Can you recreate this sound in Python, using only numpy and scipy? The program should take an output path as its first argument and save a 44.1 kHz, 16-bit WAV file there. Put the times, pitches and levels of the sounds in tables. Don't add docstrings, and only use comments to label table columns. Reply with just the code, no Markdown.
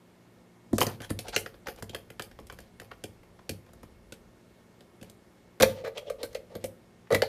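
import sys
import numpy as np
from scipy import signal
from scipy.io import wavfile

SR = 44100
rng = np.random.default_rng(int(sys.argv[2]) if len(sys.argv) > 2 else 0)


def digitize_waveform(pressure):
    field = np.atleast_2d(pressure).T
    bounded = np.clip(field, -1, 1)
    quanta = np.round(bounded * 32767).astype(np.int16)
    wavfile.write(sys.argv[1], SR, quanta)


def undo_db(level):
    steps = np.asarray(level, float) / 20
    return 10 ** steps


N = 321036


def rms_one(x):
    return x / np.sqrt(np.mean(x ** 2) + 1e-20)


def peak_one(x):
    return x / np.max(np.abs(x))


def at_hz(points, hz):
    points_hz, values = np.array(points).T
    return np.interp(np.log(hz), np.log(points_hz), values)


def band(x, low_hz, high_hz):
    return signal.sosfilt(signal.butter(2, [low_hz, min(high_hz, .45 * SR)], "band", fs=SR, output="sos"), x)


def drift(rate_hz):
    knots = rng.standard_normal(500)
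    return np.interp(np.arange(N) / SR * rate_hz, np.arange(500), knots)


def fading(kicks, t60_s):
    return signal.lfilter([1], [1, -undo_db(-60 / (t60_s * SR))], kicks)


def ring(force, hz, t60_s):
    r = undo_db(-60 / (t60_s * SR))
    w = 2 * np.pi * hz / SR
    return signal.lfilter([0, np.sin(w)], [1, -2 * r * np.cos(w), r * r], force + 1e-18)


def strike(force, modes, spread_db=0, wander=0, luck=np.zeros((14, 2))):
    out = 0
    for k, (hz, db, t60_s) in enumerate(modes):
        strength = undo_db(db + spread_db * luck[k, 0])
        pitch_hz = hz * (1 + wander * luck[k, 1])
        out = out + (-1) ** k * strength * ring(force, pitch_hz, t60_s)
    return out


def grit(count, per_s):
    sizes = undo_db(4.1 * np.minimum(rng.exponential(1, count), 4)) * rng.choice([-1, 1], count)
    return sizes * (rng.random(count) < per_s / SR)


# (time [s], clack level [dB], hollow level [dB], tick level [dB], strongest ring [Hz])
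STAIR_KNOCKS = [(0.7305, -33, -24, -30, 814), (0.7821, -20, -22.5, -11, 1350),
                (0.8064, -40, -23.5, -9.5, 6000), (0.814, -10.5, -20, -33, 910),
                (0.8284, -33, -23, -14.5, 1070), (0.8664, -20.5, -26, -56, 5400),
                (1.0031, -35.5, -39, -55, 1530), (1.0464, -37, -56, -34, 1570),
                (1.1034, -30, -30, -23, 1480), (1.1897, -27.5, -37, -28, 3530),
                (1.2825, -29.5, -37.5, -49, 3550), (1.3623, -14, -22, -14, 2500),
                (1.4611, -31, -36.5, -55, 1520), (1.6696, -25.5, -36.5, -55, 1580),
                (1.6846, -31.5, -31, -46, 1650), (1.8238, -29.5, -38, -25.5, 1220),
                (1.8946, -39, -42, -40, 3420), (1.947, -24, -31, -24, 1500),
                (2.1954, -24.5, -33, -25.5, 1580), (2.4987, -32, -44, -43, 1270),
                (2.799, -33.5, -47, -31.5, 1740), (3.0385, -33, -32, -29, 3000),
                (3.493, -27, -31, -22, 3300), (4.1225, -35.5, -38.5, -36, 3240)]
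# (time [s], clack level [dB], tick level [dB], strongest ring [Hz])
STAIR_TAPS = [(1.0178, -38, -50, 3150), (1.291, -35, -53, 3640), (1.5422, -44.5, -72, 1490),
              (1.7606, -58, -41, 902), (1.777, -53, -64, 1690), (1.7857, -45, -60, 920),
              (1.7978, -63, -42, 3100), (2.102, -39.5, -39, 1820), (2.2213, -40.5, -27.5, 3900),
              (2.313, -46.5, -49, 1830), (2.3887, -38, -61, 960), (2.3993, -67, -47, 1030),
              (2.469, -54, -40, 6290), (2.5242, -41, -36, 1190), (2.5877, -40.5, -39, 1680),
              (2.6034, -55, -36, 875), (2.817, -40, -42, 940), (2.9145, -36.5, -45, 1090),
              (2.9343, -51, -70, 1630), (3.2324, -50, -75, 895), (3.392, -50, -62, 1000),
              (3.516, -66, -35, 3000), (3.6645, -53, -73, 1770), (3.6894, -52, -77, 956),
              (3.733, -51, -41, 1140), (3.8311, -41.5, -38, 1000), (4.807, -46, -59, 3300),
              (5.013, -46.5, -62, 3040), (5.028, -40.5, -34, 2500), (5.098, -49, -36, 6330)]
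# (time [s], clack level [dB], hollow level [dB], tick level [dB], strongest ring [Hz])
RAMP_KNOCKS = [(5.6003, -22, -17, -24, 1750), (5.6084, -19, -22, -21, 960), (5.6222, -13, -16, -13, 3500),
               (5.628, -15, -9, -18, 1550), (5.645, -38, -32, -34, 1470), (5.847, -36, -31, -50, 1230),
               (5.8738, -39, -25.5, -47, 1180), (5.9784, -33, -40, -55, 2700),
               (6.0995, -32.5, -23, -30.5, 1500), (6.2304, -29, -25, -48, 4100),
               (6.3296, -48, -60, -54, 5100), (6.348, -32, -25, -42, 2300),
               (6.5525, -36.5, -29.5, -43, 3500), (6.6407, -35, -24, -25, 2930),
               (7.1045, -32, -16.5, -36, 1335), (7.1135, -35, -19, -33, 1170),
               (7.1244, -29, -13.5, -26, 1880), (7.1465, -19, -22.5, -17, 1880),
               (7.2198, -16, -12.5, -28, 1830), (7.137, -34, -21, -34, 3500)]
# (frequency [Hz], level [dB], t60 [s])
BOARD_MODES = [(1190, -4, .01), (1600, -3, .013), (1960, -5, .01), (2400, -3, .012), (3200, -4, .011),
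               (4300, -5, .008), (5100, -5, .007), (6000, -6, .008)]
# (frequency [Hz], level [dB], t60 [s])
RAMP_DECK_MODES = [(870, -6, .018), (1220, -4, .018), (1620, -5, .018), (1960, -2, .025), (2400, -5, .011),
                   (3050, -6, .009), (4250, -5, .009), (5900, -7, .008)]
# (frequency [Hz], level [dB], t60 [s])
TRUCK_MODES = [(7600, -5, .005), (8900, -6, .005), (10300, -2, .008), (11700, -4, .006)]
# (frequency [Hz], level [dB], t60 [s])
STAIR_HOLLOW_MODES = [(383, 4, 0.054), (423.6, 6.2, 0.054), (537, 12.2, 0.028), (711.6, 10.4, 0.057),
                      (840, 15, 0.025)]
# (frequency [Hz], level [dB], t60 [s])
RAMP_HOLLOW_MODES = [(407, -13, 0.046), (467.8, -1, 0.047), (529, 1.5, 0.045), (591, -1.5, 0.04),
                     (690, -7, .035), (880, -11, 0.035), (1210, -13, 0.02), (1928, -25, 0.027)]


def knocks(table, plate_modes, wander, hollow_modes, chatter_s, cavity_hz, cavity_t60_s):
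    lead_s = .0012
    out, t = np.zeros(N + SR), np.arange(SR // 3) / SR
    short = slice(0, SR // 12)
    push = np.exp(-(t / 0.00053 - 2) ** 2)
    cavity_push = ring(push, cavity_hz, cavity_t60_s)
    chance = zip(rng.standard_normal((70, SR // 12)), rng.standard_normal((70, 3, 14, 2)))
    for (s, clack_db, hollow_db, tick_db, ring_hz), (noise, luck) in zip(table, chance):
        crack = noise * np.exp(-t[short] / chatter_s)
        crack *= np.minimum(t[short] / lead_s, 1) ** 2
        crack[round(lead_s * SR)] += 3.0
        plate = strike(crack, plate_modes, 2, wander, luck[0])
        trucks = strike(crack, TRUCK_MODES, 2, .05, luck[1])
        hollow = strike(cavity_push, hollow_modes, 2, .03, luck[2])
        main_ring = band(crack, ring_hz / 1.3, ring_hz * 1.3)
        wide_body = band(crack, min(ring_hz / 1.93, 900), ring_hz * 2.71)
        clack = .5 * peak_one(plate) + .8 * peak_one(main_ring)
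        clack = peak_one(clack + 1.21 * peak_one(wide_body))
        tick = peak_one(0.033 * peak_one(trucks) + peak_one(band(crack, 2180, 12500)))
        sound = undo_db(hollow_db + 0.5) * peak_one(hollow)
        sound[short] += undo_db(clack_db + 1.0) * clack + undo_db(tick_db - 3.5) * tick
        out[round((s - lead_s / 2) * SR):][:len(t)] += sound
    return out[:N]


# (time [s], level [dB], pitch [Hz], t60 [s])
PINGS = [(7.1052, -33, 1880, .05), (7.1242, -27, 1950, .04), (7.1465, -16, 1960, .055),
         (7.147, -24, 4150, .025), (7.124, -32, 3900, .03), (7.1245, -33, 6100, .025),
         (7.147, -25, 10500, .006), (7.2198, -22, 4500, .02), (7.2198, -24, 1960, .03),
         (1.3625, -23, 2400, .012), (1.364, -28, 3050, .03), (1.375, -33, 3000, .03),
         (5.6235, -16, 5900, .022), (5.6222, -22, 4000, .02), (5.6007, -30, 9000, .008),
         (6.2308, -33, 4200, .014), (6.2312, -36, 11000, .005), (6.2325, -37, 13500, .005),
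         (6.2185, -52, 11500, .004), (6.3472, -42, 11000, .005), (6.5525, -42, 12500, .005),
         (6.558, -46, 12000, .004), (6.567, -44, 11500, .004), (6.6425, -35, 12000, .005),
         (6.657, -44, 9500, .004), (5.9742, -33, 3200, .012), (5.9742, -40, 6000, .006),
         (6.0996, -37, 1750, .03), (5.8485, -38, 1800, .02), (5.86, -42, 1750, .025),
         (6.24, -42, 1600, .05), (6.35, -42, 4200, .015), (1.4612, -36, 1650, .025),
         (1.4612, -42, 5000, .015), (0.8145, -20, 2900, .012), (0.782, -26, 6200, .015),
         (1.1897, -36, 10200, .02), (1.104, -36, 9500, .015), (1.947, -34, 2300, .02),
         (3.4935, -33, 4300, .015), (1.8946, -40, 3200, .04), (1.9475, -32, 3200, .04),
         (1.6696, -34, 1600, .03), (1.685, -33, 1500, .035), (2.5877, -42, 1650, .025),
         (3.392, -43, 1020, .025), (5.028, -44, 3800, .015), (1.3628, -20, 4200, .015),
         (7.2198, -24, 3000, .025), (6.553, -42, 1600, .03)]


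def pings():
    out, t = np.zeros(N + SR), np.arange(SR // 8) / SR
    for (s, db, hz, t60_s), noise in zip(PINGS, rng.standard_normal((60, SR // 8))):
        contact = (1.5 * (t == 0) + noise) * np.exp(-t / .0008)
        pair = ring(contact, hz, t60_s) + .6 * ring(contact, hz * 1.022, .7 * t60_s)
        out[round(s * SR):][:len(t)] += undo_db(db) * peak_one(pair)
    return out[:N]


def rattle(table, hollow_modes, board_modes, board_db, hollow_db, t60_s, top_hz, air):
    kicks, rows = np.zeros((2, N)), np.array(table)
    kicks[:, (rows[:, 0] * SR).astype(int)] = undo_db(rows[:, 1:3].T)
    board_gain, hollow_gain = fading(kicks + 1e-18, t60_s)
    grains = grit(N, 1500) * undo_db(5.0 * drift(60))
    bright = rms_one(strike(grains, board_modes))
    bright += 1.5 * rms_one(band(grains, 520, top_hz))
    bright += air * rms_one(band(grains, 8300, 13500))
    hollow = strike(grains * hollow_gain, hollow_modes) / np.std(strike(grains, hollow_modes))
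    return undo_db(board_db) * board_gain * rms_one(bright) + undo_db(hollow_db) * hollow


# (time [s], length [s], skid level [dB], hollow level [dB])
SKIDS = [(0.874, 0.091, -56.5, -59), (1.004, 0.071, -58, -60), (1.093, 0.011, -48, -46),
         (1.24, 0.027, -56, -45.5), (1.266, 0.03, -49.5, -49), (1.322, 0.04, -44, -43.5),
         (1.657, 0.025, -56, -43), (1.769, .03, -61, -63), (1.93, 0.015, -57, -47),
         (2.555, 0.14, -68.5, -77), (5.6, .02, -32, -23.5), (5.625, 0.01, -26, -16),
         (5.68, 0.053, -50, -51), (5.72, 0.11, -56, -44), (5.836, 0.057, -51, -38),
         (5.947, 0.047, -55, -42), (6.01, 0.024, -70, -50), (6.055, 0.072, -60, -48),
         (6.183, 0.063, -59.5, -42.5), (6.3, 0.046, -65, -63), (6.493, 0.087, -65, -47),
         (6.599, 0.051, -64, -60), (7.107, 0.037, -44, -26.5), (5.053, 0.052, -71, -64)]
# (time [s], length [s], level [dB], pitch [Hz], width [octaves])
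SQUEAKS = [(1.025, 0.035, -48, 3250, 0.08), (1.343, .016, -40, 6200, .3), (1.343, .016, -42, 4300, .2),
           (1.005, .06, -59, 10400, .25), (5.84, .05, -46, 1500, 1.1), (.83, .09, -43, 800, 1.6),
           (1.365, .05, -44, 9500, .9), (6.235, .03, -52, 10500, .9), (6.645, .03, -50, 10500, .9),
           (0.735, .04, -52, 6000, 1.2), (1.02, .04, -58, 6500, .3), (2.909, 0.019, -48, 1200, 1.3),
           (3.388, 0.012, -51, 1040, 0.77), (5.97, 0.019, -38, 2970, 0.64), (6.066, .026, -53, 3150, 0.3),
           (7.107, 0.07, -40, 1910, .25), (7.107, 0.032, -38, 1260, .3), (7.228, 0.046, -48, 4300, .12),
           (1.003, 0.053, -51, 1500, 0.45), (1.327, .035, -43.5, 1460, 0.28), (6.233, 0.036, -56, 1540, .1),
           (1.25, 0.037, -55, 1400, .3), (7.144, 0.017, -33, 820, 0.17), (7.229, 0.013, -33, 830, .2),
           (6.185, 0.045, -62, 3500, 0.5), (7.068, .015, -60, 1200, 1.7), (1.89, 0.026, -54, 3200, 0.4),
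           (1.094, .035, -50, 10000, .4), (1.19, .03, -50, 10200, 0.25)]


def skids():
    out, count = np.zeros(N + SR), SR // 5
    skid_hz, skid_octaves, squeak_hollow_db = 2500, 1.82, -12
    broad = [(s, length, db, skid_hz, skid_octaves, hollow_db) for s, length, db, hollow_db in SKIDS]
    narrow = [(s, length, db, hz, octaves, db + squeak_hollow_db) for s, length, db, hz, octaves in SQUEAKS]
    for s, length, skid_db, centre_hz, octaves, hollow_db in broad + narrow:
        grains = grit(count, 6000)
        swell = np.sin(np.pi * np.clip(np.arange(count) / SR / length, 0, 1)) ** 0.58
        modes = RAMP_HOLLOW_MODES if s > 5.5 else STAIR_HOLLOW_MODES
        half_width = 2 ** (octaves / 2)
        hiss = rms_one(band(grains, centre_hz / half_width, centre_hz * half_width))
        body = strike(grains * swell, modes) / np.std(strike(grains, modes))
        out[round(s * SR):][:count] += undo_db(skid_db) * swell * hiss + undo_db(hollow_db) * body
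    return out[:N]


def pushes(table, push, modes, spread_db, wander):
    out, lucks = np.zeros(N + SR), rng.standard_normal((60, 14, 2))
    for (s, db), luck in zip(table, lucks):
        out[round(s * SR):][:len(push)] += undo_db(db) * peak_one(strike(push, modes, spread_db, wander, luck))
    return out[:N]


# (time [s], level [dB])
THUMPS = [(0.71, -38), (0.7232, -22), (0.7278, -11), (0.828, -27), (0.8655, -23), (1.002, -33),
          (1.1037, -18), (1.3626, -29), (1.8226, -31), (1.8945, -41), (1.947, -42), (2.1014, -40),
          (2.1953, -35.5), (2.3988, -39.5), (2.524, -40.5), (2.5875, -40.5), (2.801, -41.5), (3.0383, -33),
          (3.493, -29), (3.5145, -29), (3.8302, -39.5), (4.1228, -42), (5.0131, -34.5), (5.6005, -20),
          (5.6098, -17), (5.6243, -16), (5.7, -34), (6.2303, -35.5), (6.552, -30.5), (6.6432, -31.5),
          (7.1236, -21), (7.1445, -17), (7.219, -29)]
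# (frequency [Hz], level [dB], t60 [s])
TABLE_MODES = [(63, -6, 0.14), (102.2, 1, 0.22), (160.4, 0, 0.093), (210, -0.5, 0.11), (262, 2.5, 0.07),
               (335, 0, 0.08), (406, -7, 0.015)]
# (time [s], level [dB])
BOOMS = [(0.733, -28), (0.814, -35), (0.999, -43), (1.103, -33), (1.362, -39), (1.823, -41), (2.523, -51),
         (3.046, -44), (3.502, -36), (3.514, -36), (3.828, -52), (5.025, -52), (5.603, -29), (5.629, -36),
         (6.237, -48), (7.124, -37), (7.148, -32)]
# (frequency [Hz], level [dB], t60 [s])
BOOM_MODES = [(46, -6, .3), (96, 0, .24), (205, -4, .14)]
# (time [s], level [dB])
BUMPS = [(5.836, -30), (5.856, -36), (5.893, -38), (5.951, -42), (5.962, -36), (5.982, -34), (6.012, -44),
         (6.024, -42), (6.054, -46), (6.068, -35), (6.077, -33), (6.204, -46), (6.238, -27), (6.374, -42),
         (5.655, -26), (5.69, -36)]


def thumps():
    t = np.arange(SR // 3) / SR
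    thump_push = ring(np.exp(-(t / 0.00031 - 2) ** 2), 281, .014)
    boom_push = np.exp(-(t / .0012 - 2) ** 2)
    bump_push = ring(np.exp(-(t / .0005 - 2) ** 2), 600, .004)
    table = pushes(THUMPS, thump_push, TABLE_MODES, 2.2, .03)
    boom = pushes(BOOMS, boom_push, BOOM_MODES, 2.2, .02)
    hollow = pushes(BUMPS, bump_push, RAMP_HOLLOW_MODES, 3.0, .055)
    return undo_db(-3.5) * table + undo_db(-5.5) * boom + hollow


# (frequency [Hz], t60 [s])
BASEMENT_T60 = [(100, 0.66), (400, 0.33), (1500, 0.21), (5000, 0.22), (14000, 0.31)]
# (delay [s], smear [s], level [dB])
ECHOES = [
    (.005, 0.00057, -23.5),
    (0.015, 0.005, -12.5),
]


def basement(x, tail_db, build_s):
    t = np.arange(SR // 2) / SR
    edges = 60 * 2 ** np.arange(0, 8.5, .5)
    white = rng.standard_normal((3, len(t)))
    tail = np.zeros(len(t))
    for k, (low, high) in enumerate(zip(edges, edges[1:])):
        tail += band(white[k % 2], low, high) * undo_db(-60 * t / at_hz(BASEMENT_T60, low))
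    tail *= 1 - np.exp(-(t / build_s) ** 2)
    answer = undo_db(tail_db) * tail / np.sqrt(np.sum(tail ** 2))
    for late, smear, db in ECHOES:
        echo = white[2] * np.exp(-((t - late) / smear) ** 2)
        answer += undo_db(db) * echo / np.sqrt(np.sum(echo ** 2))
    return x + signal.fftconvolve(x, answer)[:N]


# (frequency [Hz], density [dB per Hz])
FAN_AIR = [(15, -43), (25, -17), (123, -6), (145, -25.5), (175, -1.5), (249, -10.5), (270, -26.5),
           (354, 7.5), (394, -11), (476, -9.5), (754, -16), (2160, -25), (2410, -26), (14800, -38.5),
           (16000, -51)]
# (frequency [Hz], level [dB rms])
HUM = [(118.4, -70), (177.6, -67), (236.9, -69.5), (355.3, -70), (414.5, -76), (893.6, -90.5), (1830, -82),
       (2008, -98.5), (2126, -95), (2186, -80)]


def fan():
    edges = 22 * 2 ** np.arange(0, 9.7, 1 / 3)
    white = rng.standard_normal((2, N))
    air, hum, t = np.zeros(N), np.zeros(N), np.arange(N) / SR
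    for k, (low, high) in enumerate(zip(edges, edges[1:])):
        level_db = at_hz(FAN_AIR, np.sqrt(low * high)) + 1.2 * drift(21)
        air += undo_db(level_db) * band(white[k % 2], low, high)
    for hz, db in HUM:
        hum += np.sqrt(2) * undo_db(db + 2.0 * drift(21)) * np.sin(2 * np.pi * (hz * t + rng.random()))
    return undo_db(-60) * rms_one(air) + hum


def rumble(times):
    house_db, shake_db, shake_t60_s = -86.5, -75, 2.13
    kicks = np.zeros(N)
    kicks[(np.array(times) * SR).astype(int)] = undo_db(shake_db)
    gain = undo_db(house_db) + fading(kicks, shake_t60_s)
    return gain * undo_db(3.3 * drift(4.5)) * rms_one(band(rng.standard_normal(N), 28, 83))


def scene():
    taps = [(s, clack_db, clack_db - 3.5, tick_db, hz) for s, clack_db, tick_db, hz in STAIR_TAPS]
    stairs = STAIR_KNOCKS + taps
    toy = knocks(stairs, BOARD_MODES, 0.1, STAIR_HOLLOW_MODES,
                 chatter_s=0.0045, cavity_hz=561, cavity_t60_s=0.0076)
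    toy += knocks(RAMP_KNOCKS, RAMP_DECK_MODES, 0.023, RAMP_HOLLOW_MODES,
                  chatter_s=0.0055, cavity_hz=890, cavity_t60_s=0.0034)
    toy += thumps()
    toy += rattle(stairs, STAIR_HOLLOW_MODES, BOARD_MODES,
                  board_db=-23, hollow_db=-20, t60_s=0.15, top_hz=9000, air=1.3)
    toy += rattle(RAMP_KNOCKS, RAMP_HOLLOW_MODES, RAMP_DECK_MODES,
                  board_db=-13.5, hollow_db=-16.5, t60_s=0.091, top_hz=6500, air=.9)
    toy += pings()
    background = fan() + rumble([row[0] for row in stairs + RAMP_KNOCKS])
    room = basement(toy + skids(), tail_db=-13.5, build_s=0.0084)
    return (room + background)[None]


def low_pass(x):
    return signal.sosfilt(signal.butter(12, 16180, fs=SR, output="sos"), x)


def record(dry):
    low_cut = signal.butter(2, 34, "high", fs=SR, output="sos")
    top_cut = signal.butter(14, 15050, fs=SR, output="sos")
    mix = signal.sosfilt(top_cut, signal.sosfilt(low_cut, dry))
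    return low_pass(mix)


dry = scene()
out = record(dry)
digitize_waveform(out)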